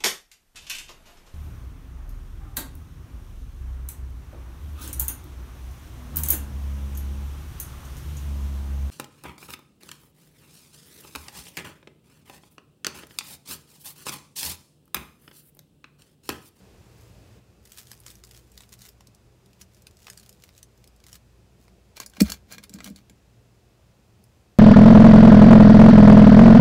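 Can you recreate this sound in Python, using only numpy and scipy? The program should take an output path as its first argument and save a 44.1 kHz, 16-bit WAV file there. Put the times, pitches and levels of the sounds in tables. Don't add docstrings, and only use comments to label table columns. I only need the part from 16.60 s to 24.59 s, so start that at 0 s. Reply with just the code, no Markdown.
import sys
import numpy as np
from scipy import signal
from scipy.io import wavfile
from scipy.ndimage import uniform_filter1d

SR = 44100
rng = np.random.default_rng(int(sys.argv[2]) if len(sys.argv) > 2 else 0)


def transcribe(u):
    v = np.clip(np.atleast_2d(u).T, -1, 1)
    q = np.round(v * 32767).astype(np.int16)
    wavfile.write(sys.argv[1], SR, q)


N = 352259

# time in seconds, part over 8 kHz in dB.
TREBLE = [(1.1, -12), (1.6, -13), (3.4, -17.5), (4.5, -15.5), (5.3, -13.5), (8, -15)]


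def gain_of(db):
    return 10 ** (np.asarray(db) / 20)


def evened(x):
    return x / np.sqrt(np.mean(x ** 2) + 1e-20)


def smoothed(x, *sizes):
    for size in sizes:
        x = uniform_filter1d(x, size=size)
    return x


def read(points, hz):
    f, value = np.transpose(points)
    return np.interp(np.log(hz + 1), np.log(f + 1), value)


def curve(points):
    return np.interp(np.arange(N) / SR, *np.transpose(points))


def add(mix, s, sound):
    part = mix[round(s * SR):][:len(sound)]
    part += sound[:len(part)]


def causal(db):
    both_sides_db = np.r_[db, db[-2:0:-1]]
    log_gain = np.log(gain_of(np.maximum(both_sides_db, -100)))
    return np.fft.ifft(np.exp(np.conj(signal.hilbert(log_gain)))).real


def swell_level(swells, shape=1.32, rise_share=0.47):
    power = np.zeros(N)
    t = np.arange(-SR // 4, SR // 4) / SR
    share = np.where(t < 0, rise_share, 1 - rise_share)
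    for s, db, ms in swells:
        u = abs(t) * 1000 / (ms * share)
        add(power, s + t[0], gain_of(db - 6 * u ** shape) ** 2)
    return np.sqrt(power)


def hum():
    # time in seconds, RMS level in dB before the room's level curve.
    hum_levels = [(0, -67), (1.1, -72), (1.6, -59.5), (3, -70), (4.8, -60.5), (5.299, -65), (8, -71.5)]
    centre_hz = 58.2
    wander = evened(smoothed(rng.standard_normal(N), 9000, 9000))
    turns = np.cumsum(centre_hz * (1 + 0.016 * wander)) / SR
    return gain_of(curve(hum_levels)) * evened(np.sin(2 * np.pi * turns))


def whines():
    # centre in Hz, width in Hz, RMS level in dB before the room's level curve.
    narrow_hisses = [(83.9, 8.1, -73), (119.7, 3.6, -66), (2587, 180, -83.5), (4960, 90, -88)]
    out = np.zeros(N)
    for hz, width_hz, db in narrow_hisses:
        r = np.exp(-np.pi * width_hz / SR)
        poles = [1, -2 * r * np.cos(2 * np.pi * hz / SR), r * r]
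        out += gain_of(db) * evened(signal.lfilter([1], poles, rng.standard_normal(N)))
    return out


def room_tone():
    # frequency in Hz, relative level in dB per Hz.
    room_spectrum = [(28, -26.5), (45, -12), (65, -5.5), (115, -6.5), (146, -15.5), (197, -7.5),
                     (238, -18.5), (370, -15), (600, -20.5), (760, -24), (1600, -30.5), (7500, -36),
                     (8500, -39), (15500, -44)]
    # time in seconds, gain in dB.
    lift = [(0, 8), (.77, 8), (.81, 2.5), (1.5, 2), (8, 1.96)]
    noise_db = -61
    frames, hz = N // 512 + 5, np.fft.rfftfreq(2048, 1 / SR)
    real, imag, patches = rng.standard_normal((frames, len(hz), 3)).T
    patches = uniform_filter1d(patches, size=3, axis=0)
    patches = evened(uniform_filter1d(patches, size=6, axis=1))
    waver_db = read([(60, 2.8), (300, 2.5), (1500, 0.26)], hz)[:, None] * patches
    spectra = (real + 1j * imag) * gain_of(read(room_spectrum, hz)[:, None] + waver_db)
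    noise = signal.istft(spectra, nperseg=2048, noverlap=1536)[1][:N]
    return (gain_of(noise_db) * evened(noise) + whines() + hum()) * gain_of(curve(lift))


def echoes(x, t60, start_ms, count=4):
    t, out = np.arange(SR // 4) / SR, np.zeros(N)
    place = np.repeat(rng.integers(0, count, N // 1323 + 1), 1323)[:N]
    for k in range(count):
        taps = np.zeros(len(t))
        at = np.arange(0, len(t) - 20, 20) + rng.integers(0, 20, (len(t) - 1) // 20)
        taps[at] = rng.choice([-1., 1.], len(at))
        taps *= gain_of(-60 * t / t60) * (1 - np.exp(-t * 1000 / start_ms))
        out += signal.oaconvolve(x * (place == k), taps / np.linalg.norm(taps))[:N]
    return out


def table_ring():
    # frequency in Hz, relative level in dB, t60 in seconds, starting direction +-1.
    modes = [(62, -35, .44, -1), (74, -33, .34, 1), (173, -12, .076, -1), (205, .1, .063, 1),
             (214, -6, .072, -1), (272, -7, .04, -1), (334, -15, .035, 1), (460, -19, .04, -1),
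             (615, -27, .1, 1)]
    t = np.arange(SR // 2) / SR
    return sum(way * gain_of(db - 60 * t / t60) * np.sin(2 * np.pi * hz * t) for hz, db, t60, way in modes)


def thumps(ring):
    # start in seconds, peak level in dB, contact in ms.
    blows = [(2.48, -51, 1.2), (4.997, -50.5, .6), (5.399, -48.5, 0.73), (5.578, -42, 1.3),
             (5.601, -32, .6), (5.6105, -4, 1.97), (6.099, -43, 1.4), (6.138, -34.5, 5.7),
             (6.301, -33, 2.4), (6.503, -47, 0.95)]
    out, t = np.zeros(N), np.arange(900) / SR
    for s, db, ms in blows:
        push = np.sin(np.pi * np.minimum(t * 1000 / ms, 1)) ** 2
        sound = np.convolve(ring, push)
        add(out, s, gain_of(db) * sound / abs(sound).max())
    return out


def drags(ring):
    # peak time in seconds, level in dB, ms spent within 6 dB of the peak.
    drag_swells = [(5.69, -45, 64), (5.953, -51.5, 103), (6.167, -47, 54), (6.273, -47, 112)]
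    shaking = swell_level(drag_swells) * rng.standard_normal(N)
    return signal.oaconvolve(shaking, ring / np.linalg.norm(ring))[:N]


def snaps(table, ms, lumpy_db, spiky_db, lead):
    treble_per_body = -0.29
    out, size, early = np.zeros(N), 2048, 600
    t, hz = (np.arange(size) - early) / SR, np.fft.rfftfreq(512, 1 / SR)
    u = t * 1000 / ms
    envelope = np.exp(-np.maximum(u - lead, 1 - u / lead))
    draws = rng.standard_normal((len(table), 3, size))
    for (s, db, low_db), (clicks, spikes, lumps) in zip(table, draws):
        volley = clicks * gain_of(spiky_db * spikes) * envelope
        high_db = np.interp(s, *np.transpose(TREBLE)) + treble_per_body * low_db
        colour = read([(300, low_db - 14), (1100, low_db - 6.0), (2200, low_db - 3),
                       (5000, -1.1), (11500, high_db + 4.5), (16000, high_db - 0.5)], hz)
        colour = colour + lumpy_db * evened(smoothed(lumps[:len(hz)], 6))
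        sound = np.convolve(volley, causal(colour)[:256])
        loudest = np.sqrt(smoothed(sound ** 2, 160).max())
        add(out, s - early / SR, gain_of(db) * sound / loudest)
    return out


def crackle(swells, spectrum, per_s, spread_db, clump_db, lumpy_db):
    clumps = evened(smoothed(rng.standard_normal(N), 100, 60))
    spread = np.minimum(rng.exponential(1, N), 3.5)
    size = gain_of(spread_db * spread + clump_db * clumps)
    size *= (rng.random(N) < per_s / SR) * rng.choice([-1, 1], N)
    size = evened(size) * swell_level(swells)
    which, hz, out = rng.integers(0, 12, N), np.fft.rfftfreq(512, 1 / SR), np.zeros(N)
    for k, lumps in enumerate(rng.standard_normal((12, len(hz)))):
        colour = read(spectrum, hz) + lumpy_db * evened(smoothed(lumps, 5))
        tap = causal(colour)[:256]
        out += signal.oaconvolve(size * (which == k), tap / np.linalg.norm(tap))[:N]
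    return out


def squeak():
    s, hz, db = (5.7, 5800, -62)
    t = np.arange(1100) / SR
    return s, gain_of(db) * np.sin(np.pi * t / t[-1]) ** .5 * np.sin(2 * np.pi * hz * t)


def dish_ring(x):
    # frequency in Hz, relative level in dB, t60 in seconds.
    glaze = [(1646, -2, .035), (2430, -3, .03), (4500, -2, .02), (7800, 1, .01)]
    t = np.arange(SR // 10) / SR
    ring = sum(gain_of(db - 60 * t / t60) * np.sin(2 * np.pi * hz * t) for hz, db, t60 in glaze)
    return signal.oaconvolve(x, ring / np.linalg.norm(ring))[:N]


def baking_paper():
    # start in seconds, peak level in dB, part under 3 kHz in dB.
    buckles = [(5.3683, -41.5, -7), (5.4009, -31, -2.5), (5.4188, -46, 11), (5.4336, -46, 4),
               (5.462, -37, -12), (5.498, -51.5, -24), (5.536, -52, 5), (5.569, -44.5, 10),
               (5.6058, -18, -5.5), (5.6184, -24, -44), (5.7002, -29.5, -11), (5.7197, -26.5, -4.5),
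               (5.9232, -38.5, -17), (5.9819, -40, 3), (6.038, -41, -3.5), (6.095, -44.5, -11),
               (6.1383, -39.5, -12), (6.1868, -47, 6), (6.2046, -41, 12), (6.2434, -36, -11),
               (6.3002, -50.5, -18), (6.3607, -45.5, -8.5), (6.4971, -49.5, -1)]
    # peak time in seconds, level in dB, ms spent within 6 dB of the peak.
    touches = [(5.372, -43, 11.5), (5.415, -45.5, 25), (5.562, -56.5, 41), (5.607, -28, 7.5),
               (5.678, -41, 61), (5.737, -48.5, 26), (5.928, -44.5, 34), (6.038, -45.5, 10),
               (6.152, -56.5, 35), (6.21, -61, 29), (6.262, -47, 38), (6.375, -58.5, 28)]
    # frequency in Hz, relative level in dB per Hz.
    rustle_spectrum = [(250, -10), (500, -3), (900, -8), (1650, -3), (2500, -3.5), (5000, -2.5), (8000, -9),
                       (15500, -11)]
    paper = snaps(buckles, ms=2.6, lumpy_db=2.5, spiky_db=2, lead=0.1)
    paper += crackle(touches, rustle_spectrum, per_s=8000, spread_db=1.0, clump_db=4.0, lumpy_db=4.0)
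    add(paper, *squeak())
    return paper + gain_of(-11.0) * dish_ring(paper)


def dulled(x, full_db, share):
    low = signal.oaconvolve(x, signal.firwin(31, 8000, fs=SR), "same")
    return low + (x - low) * gain_of(share * (curve(TREBLE) - full_db))


def torn_bread():
    # start in seconds, peak level in dB, part under 3 kHz in dB.
    cracks = [(1.0534, -52, -15), (1.1197, -43.5, -6), (1.1832, -42.5, -2), (1.2703, -50, -8),
              (1.3156, -39.5, -5), (1.332, -48, -1), (1.3766, -56, -12), (1.402, -48.5, -40),
              (1.4643, -39.5, -3.5), (1.481, -44.5, -4), (1.503, -45.5, -3), (1.5542, -49.5, -12),
              (1.638, -44.5, -2), (1.648, -49.5, -16), (1.670, -56, -15), (1.6914, -58, -12),
              (1.711, -47.5, -5), (1.747, -50.5, -1), (1.766, -51, -6), (1.918, -53.5, -21),
              (1.9533, -67, -10), (1.9766, -42.5, -2), (2.006, -45.5, 3), (2.0349, -52, 6),
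              (2.0915, -54, -10), (2.1277, -44.5, -1.5), (2.1908, -52, -18), (2.2189, -45, -9),
              (2.2527, -49, -2), (2.2897, -46.5, -17), (2.4075, -50.5, 3), (2.4714, -50.5, -10),
              (2.548, -54, -26), (2.86, -58.5, -10), (2.9316, -58, -1), (3.017, -44.5, -11.5),
              (3.1466, -56.5, -19), (3.2211, -54.5, -22), (3.269, -43.5, 0), (3.3104, -57.5, -8),
              (3.3696, -55.5, -19), (3.4295, -55.5, -16), (3.4688, -41, 3), (3.4816, -44.5, 10),
              (3.5004, -37.5, -9), (3.5752, -43, -10), (3.5977, -48.5, -18), (3.632, -56, -5),
              (3.662, -52, -12), (3.6929, -45, -13), (3.7273, -53.5, -17), (3.822, -55, -6),
              (3.8377, -45.5, -6), (3.8905, -52, 3), (3.9503, -59, -4), (3.9787, -49.5, -8),
              (4.0293, -43, -11.5), (4.1768, -62, -12), (4.2412, -52.5, -6), (4.2752, -52, -12),
              (4.3624, -61, -19), (4.4023, -59, -3), (4.4398, -51, -2), (4.466, -48, -6),
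              (4.5294, -41.5, -5), (5.0806, -54.5, 10), (7.64, -56, -45)]
    # peak time in seconds, level in dB before dulling, ms spent within 6 dB of the peak.
    pulls = [(.42, -60, 103), (1.075, -54, 41), (1.135, -50, 23), (1.19, -42, 36), (1.305, -54.5, 109),
             (1.485, -51.5, 95), (1.56, -60, 56), (1.68, -57.5, 51), (1.77, -55.5, 78), (2.0, -55.5, 113),
             (2.132, -47, 21.5), (2.245, -46, 61), (2.94, -70.5, 125), (3.018, -47.5, 19.5),
             (3.16, -63, 77), (3.41, -61.5, 115), (3.495, -51.5, 89), (3.62, -58, 166), (3.77, -68, 60),
             (3.86, -59, 91), (3.973, -56.5, 44), (4.2, -71, 98), (4.49, -51.5, 41), (4.55, -47.5, 20),
             (5.03, -64.5, 56)]
    # frequency in Hz, relative level in dB per Hz.
    crumb_spectrum = [(500, -67), (1000, -9), (1400, -6.5), (2660, -6), (4500, -4.5), (9000, -3),
                      (15500, -3.5)]
    crust = snaps(cracks, ms=0.86, lumpy_db=2.0, spiky_db=2.5, lead=1.17)
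    crumb = crackle(pulls, crumb_spectrum, per_s=2200, spread_db=5.5, clump_db=3.5, lumpy_db=0.5)
    return crust + dulled(crumb, full_db=-7, share=.6)


def scene():
    ring = table_ring()
    paper, bread = baking_paper(), torn_bread()
    wet = gain_of(-9.5) * echoes(paper, t60=0.086, start_ms=3.1)
    wet += gain_of(-6.0) * echoes(bread, t60=0.067, start_ms=1.0)
    return (room_tone() + thumps(ring) + drags(ring) + paper + bread + wet)[None]


def record(dry):
    edge_hz = 15750
    thin = signal.sosfilt(signal.butter(2, 42, "high", fs=SR, output="sos"), dry)
    band = signal.firwin(511, edge_hz, window=("kaiser", 9), fs=SR)
    return signal.oaconvolve(thin, band[None], "same")


dry = scene()
out = record(dry)
transcribe(out)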